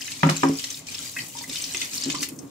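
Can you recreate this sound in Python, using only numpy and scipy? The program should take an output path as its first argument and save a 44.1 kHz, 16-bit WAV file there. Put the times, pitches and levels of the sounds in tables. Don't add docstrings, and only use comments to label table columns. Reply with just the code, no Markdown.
import sys
import numpy as np
from scipy import signal
from scipy.fft import rfft, irfft
from scipy.io import wavfile

SR = 44100
rng = np.random.default_rng(int(sys.argv[2]) if len(sys.argv) > 2 else 0)


def file_out(sig):
    cols = np.atleast_2d(sig).T
    lim = np.clip(cols, -1, 1)
    pcm = np.round(lim * 32767).astype(np.int16)
    wavfile.write(sys.argv[1], SR, pcm)


N = 110250
T = np.arange(N) / SR


def from_db(db):
    return 10 ** (np.asarray(db) / 20)


def rms_one(x):
    return x / np.sqrt(np.mean(x ** 2) + 1e-20)


def at_hz(points, hz):
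    f, v = np.transpose(points)
    return np.interp(np.log(hz + 1e-9), np.log(f), v)


def at_time(points):
    return np.interp(T, *np.transpose(points))


def fade(t, t60):
    return np.exp(-np.log(1000) * t / max(t60, 1e-4))


def ring(hz, t):
    return np.sin(2 * np.pi * hz * t)


def pan(db):
    return from_db(np.array([[.5], [-.5]]) * db)


def filt(x, hz, kind, order=2):
    sos = signal.butter(order, np.clip(hz, 10, .45 * SR), kind, fs=SR, output="sos")
    return signal.sosfilt(sos, x)


def add(out, s, x):
    i = max(int(s * SR), 0)
    out[:, i:i + x.shape[-1]] += x[..., :N - i]


def drift(rate):
    r = np.exp(-2 * np.pi * rate / SR)
    wander = signal.lfilter([1], [1, -2 * r, r * r], rng.standard_normal(2 * N))
    return rms_one(wander[N:])


# f/Hz, coherence [0-1]
COHERENCE = [(100, 0.99), (290, 0.78), (640, 0.08), (3000, 0.66), (9000, 0.04)]
# f/Hz, left minus right level/dB
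BALANCE = [(700, -1), (2400, 1), (4400, 1.5), (7000, 5.5), (10000, 0)]


def noise(spectrum):
    hz = np.arange(N // 2 + 1) * SR / N
    mid, side = rfft(rng.standard_normal((2, N)))
    alike = np.clip(at_hz(COHERENCE, hz), 0, 1)
    both = np.sqrt(1 + alike) * mid + np.sqrt(1 - alike) * side * [[1], [-1]]
    return rms_one(irfft(both * from_db(at_hz(spectrum, hz)) * pan(at_hz(BALANCE, hz)), N))


def echoes(x, t60, low_hz, high_hz):
    t = T[:SR // 2]
    tail = filt(rng.standard_normal((2, len(t))), [low_hz, high_hz], "band")
    tail = tail * fade(t, t60) * (t > .001)
    tail /= np.sqrt(np.sum(tail ** 2, axis=1, keepdims=True))
    return signal.fftconvolve(x, tail, axes=1)[:, :N]


# f/Hz, level/dB per Hz
SPLASH_SPECTRUM = [(300, -8), (700, -16), (1400, -13.5), (2300, -1.5), (3600, -2), (5400, 1), (7500, 0),
                   (9500, -11.5), (15000, -17.5)]
PATTER_PER_S, PATTER_SPREAD_DB = 1300, 4.5
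PATTER_RING_CYCLES, PATTER_RISE = 40, 0.045
MAX_LAG_S = 0.000406


def patter(spurt_db):
    out, t = np.zeros((2, N)), T[:SR // 40]
    born = T[rng.random(N) < PATTER_PER_S * from_db(spurt_db) / SR]
    for s, (pitch, size, length, side, lag) in zip(born, rng.random((len(born), 5))):
        hz = 1100 + 11000 * pitch ** 1.4
        t60 = PATTER_RING_CYCLES * 2 ** (2 * length - 1) / hz
        age = np.maximum(t - MAX_LAG_S * np.array([[lag], [1 - lag]]), 0)
        rise = 1 + PATTER_RISE * np.minimum(age / t60, 1) / 2
        blip = ring(hz * rise, age) * fade(age, t60) * (1 - np.exp(-age * hz))
        db = at_hz(SPLASH_SPECTRUM, hz) + PATTER_SPREAD_DB * min(-np.log(size), 4)
        place = pan(at_hz(BALANCE, hz) + 12 * (side - .5))
        add(out, s, from_db(db) * hz ** 0.69 * place * blip)
    return rms_one(out)


# t/s, level/dB
FLOW_LEVEL = [(0, -40), (.13, -37), (.22, -38.5), (.40, -35.5), (.77, -39.5), (.81, -48.5), (.86, -47),
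              (.89, -36), (1.02, -36.5), (1.10, -41.5), (1.22, -36.5), (1.29, -48.5), (1.40, -40.5),
              (1.47, -46.5), (1.52, -32.5), (1.72, -38), (1.83, -30.5), (1.90, -46), (1.96, -31.5),
              (2.17, -37), (2.24, -33), (2.32, -81), (2.5, -57)]
# f/Hz, level/dB per Hz
MIST_SPECTRUM = [(2000, -49), (7000, -5), (14000, -11)]
# t/s, level/dB
SPRAY_LEVEL = [(0, -39), (.25, -42), (.77, -35.5), (.83, -52), (.93, -37.5), (1.12, -35.5), (1.34, -40.5),
               (1.47, -40.5), (1.6, -34), (1.9, -41.5), (1.97, -28.5), (2.14, -60), (2.23, -29),
               (2.29, -41.5), (2.37, -47.5), (2.5, -56.5)]
SPURT_DB, SPURT_HZ, PATTER_DB, HISS_DB = 1.5, 22, -1, -4
MIST_FLICKER_DB, MIST_CRACKLE_DB = 2.0, 3.5


def stream():
    spurt_db = SPURT_DB * drift(SPURT_HZ)
    flicker_db = MIST_FLICKER_DB * drift(30) + MIST_CRACKLE_DB * drift(750)
    mist = from_db(at_time(SPRAY_LEVEL) + flicker_db) * noise(MIST_SPECTRUM)
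    splash = from_db(PATTER_DB) * patter(spurt_db) + from_db(HISS_DB) * noise(SPLASH_SPECTRUM)
    return from_db(spurt_db) * (from_db(at_time(FLOW_LEVEL)) * splash + .5 * mist)


# f/Hz, level/dB per Hz
DRUM_SPECTRUM = [(25, -65), (55, -20.5), (90, -4), (150, 0), (205, -7.5), (270, 2), (350, -11),
                 (700, -12.5), (1200, -16), (3000, -62), (15000, -68)]
DRUM_DB = -48.5


def drumming():
    return from_db(DRUM_DB + 1.84 * drift(12.6)) * noise(DRUM_SPECTRUM)


# t/s, level/dB
SLOSH_LEVEL = [(0, -52), (1.45, -66), (1.5, -37.5), (1.56, -67), (2.04, -46), (2.075, -28.5), (2.17, -39),
               (2.225, -35), (2.265, -47.5), (2.33, -36), (2.36, -41.5), (2.435, -35.5), (2.5, -49.5)]
# f/Hz, level/dB per Hz
SLOSH_SPECTRUM = [(50, -36), (150, -10), (235, -11.5), (268, 7), (305, -5.5), (460, -14), (700, -26.5),
                  (4000, -40)]


def sloshing():
    return from_db(at_time(SLOSH_LEVEL)) * noise(SLOSH_SPECTRUM)


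# t/s, snap level/dB before trim, centre f/Hz, spray level/dB before trim
FAT_DROPS = [(0.0798, -21.5, 2450, -56), (0.118, -24, 3270, -27.5), (0.5937, -22.5, 2980, -27.5),
             (0.6411, -24.5, 2490, -25.5), (0.7031, -16, 7000, -34.5), (0.7434, -22.5, 4330, -48),
             (0.8686, -33.5, 4060, -33), (0.9447, -22, 3440, -30), (1.1651, -17.5, 2160, -59),
             (1.1893, -17, 2350, -58), (1.3879, -20.5, 5780, -33.5), (1.496, -20.5, 4040, -29),
             (1.5558, -18, 4020, -29), (1.6396, -13, 4860, -31), (1.7462, -17, 2736, -24),
             (1.8147, -17.5, 2556, -26.5), (1.933, -26, 6470, -28.5), (2.0368, -11, 5890, -32),
             (2.0553, -34, 7900, -29), (2.1, -18, 2935, -21.5), (2.1482, -21.5, 2870, -24.5),
             (2.229, -18.5, 2324, -21), (2.288, -16.5, 11900, -33.5), (2.3894, -22, 6850, -46)]
DROP_DB, SPRAY_DB = -8, -1.5
DROP_RING_CYCLES, DROP_WIDTH, SPRAY_T60_S = 72.5, 0.224, 0.035


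def drops():
    out, t, spray = np.zeros((2, N)), T[:SR // 8], noise(SPLASH_SPECTRUM)
    for s, db, hz, spray_db in FAT_DROPS:
        pitches = hz * (1 + DROP_WIDTH * (np.linspace(-1, 1, 6) + rng.normal(0, .15, 6)))
        burst = np.sin(2 * np.pi * (pitches[:, None] * t + rng.random((6, 1)))).sum(axis=0)
        dying = fade(t, DROP_RING_CYCLES / hz) * (1 - np.exp(-2 * t * hz))
        snap = rms_one(burst * dying) * np.sqrt(np.mean(dying ** 2))
        puff = np.roll(spray, int(s * SR), axis=1)[:, :len(t)] * fade(t, SPRAY_T60_S)
        snap = from_db(db + DROP_DB) * pan(at_hz(BALANCE, hz)) * snap
        add(out, s, snap + from_db(spray_db + SPRAY_DB) * puff)
    return out


# f/Hz, corner-struck level/dB, side-struck level/dB, t60/s
WALL_MODES = [(195.4, -5, -14, 0.21), (349, -12.5, -1, 0.17), (422.6, -24.5, -4.5, 0.2),
              (537.5, -15.5, -10.5, 0.17), (766, -13, -4.5, 0.15), (943, -0.5, 1, 0.052),
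              (1120, -22, -9, 0.2), (1223, -7.5, -4, 0.097), (1363, 7, -38, 0.025), (1960, -4, -3, 0.027),
              (2414, -19, 0.5, 0.028), (2955, -19, -16, 0.083)]
WALL_DB, WALL_ROUGHNESS = -6.5, 0.53


def ringing_walls(place, t):
    walls = 0
    for k, (hz, corner_db, side_db, t60) in enumerate(WALL_MODES):
        db = np.interp(place, [0, 1], [corner_db, side_db]) + rng.normal(0, 1)
        incoherence = 1 - np.clip(at_hz(COHERENCE, hz), 0, 1)
        apart = rng.normal(1.0, 0.63) * np.array([[1], [-1]]) * incoherence
        waver = WALL_ROUGHNESS * drift(46)[:len(t)]
        phase = 2 * np.pi * hz * rng.normal(1, 0.0078) * t + apart + waver
        walls = walls + (-1) ** k * from_db(db) * np.sin(phase) * fade(t, t60)
    return from_db(WALL_DB) * walls


CRACK_DB, CRACK_T60_S, CRACK_LOW_HZ, RATTLE_DB, RATTLE_T60_S = 10.5, 0.019, 573, -14, 0.33


def crack_and_rattle(t):
    grit = filt(rng.standard_normal((2, len(t))), CRACK_LOW_HZ, "high")
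    return grit * (from_db(CRACK_DB) * fade(t, CRACK_T60_S) + from_db(RATTLE_DB) * fade(t, RATTLE_T60_S))


# t/s, deep boom level/dB, upper boom level/dB, time to fall 20 dB/s,
# clatter level/dB, contact low-pass f/Hz, place [0 corner - 1 side]
BASIN_KNOCKS = [(0.2314, -12, -21.5, 0.07, -4.5, 2280, 0), (0.264, -35, -13.5, 0.024, -12, 910, 0),
                (.2900, -33.5, -35, 0.18, -11.5, 2410, 0.0026),
                (0.2957, -18, -31, 0.039, -14.5, 7000, 0.22), (0.432, -26, -15.5, 0.14, -7.5, 2120, 0.93),
                (0.4955, -44, -12, 0.011, -17, 514, 0.99), (1.744, -57, -44, 0.073, -29, 1050, 0.83),
                (2.062, -42.5, -25, 0.085, -26, 447, 1)]
FLOOR_MODES_HZ = [158.7, 273.7]
BOOM_SWELL_S, CONTACT_S, HAND_DAMPING = 0.0056, 0.0014, 3
THUMP_DB, THUMP_HZ, THUMP_T60_S = 0.5, 320, 0.0246


def knocks():
    booms, clatter, t = np.zeros((2, N)), np.zeros((2, N)), T[:SR // 2]
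    for s, deep_db, upper_db, length, clatter_db, bright_hz, place in BASIN_KNOCKS:
        damped = .1 ** ((t / length) ** HAND_DAMPING) * (1 - np.exp(-t / BOOM_SWELL_S))
        for db, hz in zip((deep_db, upper_db), FLOOR_MODES_HZ):
            add(booms, s, from_db(db) * ring(hz, t) * damped)
        add(booms, s, from_db(upper_db + THUMP_DB) * ring(THUMP_HZ, t) * fade(t, THUMP_T60_S))
        contact = 1 - np.exp(-t / CONTACT_S)
        blow = contact * (ringing_walls(place, t) + crack_and_rattle(t))
        add(clatter, s, from_db(clatter_db) * filt(blow, bright_hz, "low", order=3))
    return filt(booms, 91, "high", order=3), filt(clatter, 60, "high")


# t/s, starting level/dB, starting f/Hz, t60/s
TRAPPED_BUBBLES = [(1.167, -33, 1966, 0.13), (1.173, -38, 2430, 0.21), (1.352, -36, 930, 0.092),
                   (1.41, -38, 936, 0.067), (1.44, -31.5, 2040, 0.026), (2.143, -30, 989, 0.055),
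                   (2.151, -27.5, 1160, 0.034), (2.227, -39, 1355, 0.033)]
BUBBLE_RISE_PER_S, BUBBLE_WOBBLE = .5, .024


def bubbles():
    out, t = np.zeros((2, N)), T[:SR // 5]
    for s, db, hz, t60 in TRAPPED_BUBBLES:
        pitch = hz * (1 + BUBBLE_RISE_PER_S * t + BUBBLE_WOBBLE * drift(170)[:len(t)])
        add(out, s, from_db(db) * fade(t, t60) * np.sin(2 * np.pi * np.cumsum(pitch) / SR))
    return out


ROOM_T60_S, ROOM_DB, SINK_T60_S, SINK_DB, KNOCK_WET_DB = 0.2, -9.5, 0.029, -2.5, -1


def scene():
    booms, clatter = knocks()
    splashes = drops() + bubbles()
    sink = from_db(SINK_DB) * echoes(splashes, SINK_T60_S, low_hz=580, high_hz=12100)
    water = stream() + splashes + sink
    basin = drumming() + sloshing()
    room = echoes(water + from_db(KNOCK_WET_DB) * clatter, ROOM_T60_S, low_hz=278, high_hz=6760)
    return water + booms + clatter + basin + from_db(ROOM_DB) * room


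CUTOFF_HZ = 15650


def record(dry):
    low_pass = signal.ellip(10, .1, 60, CUTOFF_HZ, fs=SR, output="sos")
    return signal.sosfiltfilt(low_pass, np.tanh(dry))


dry = scene()
out = record(dry)
file_out(out)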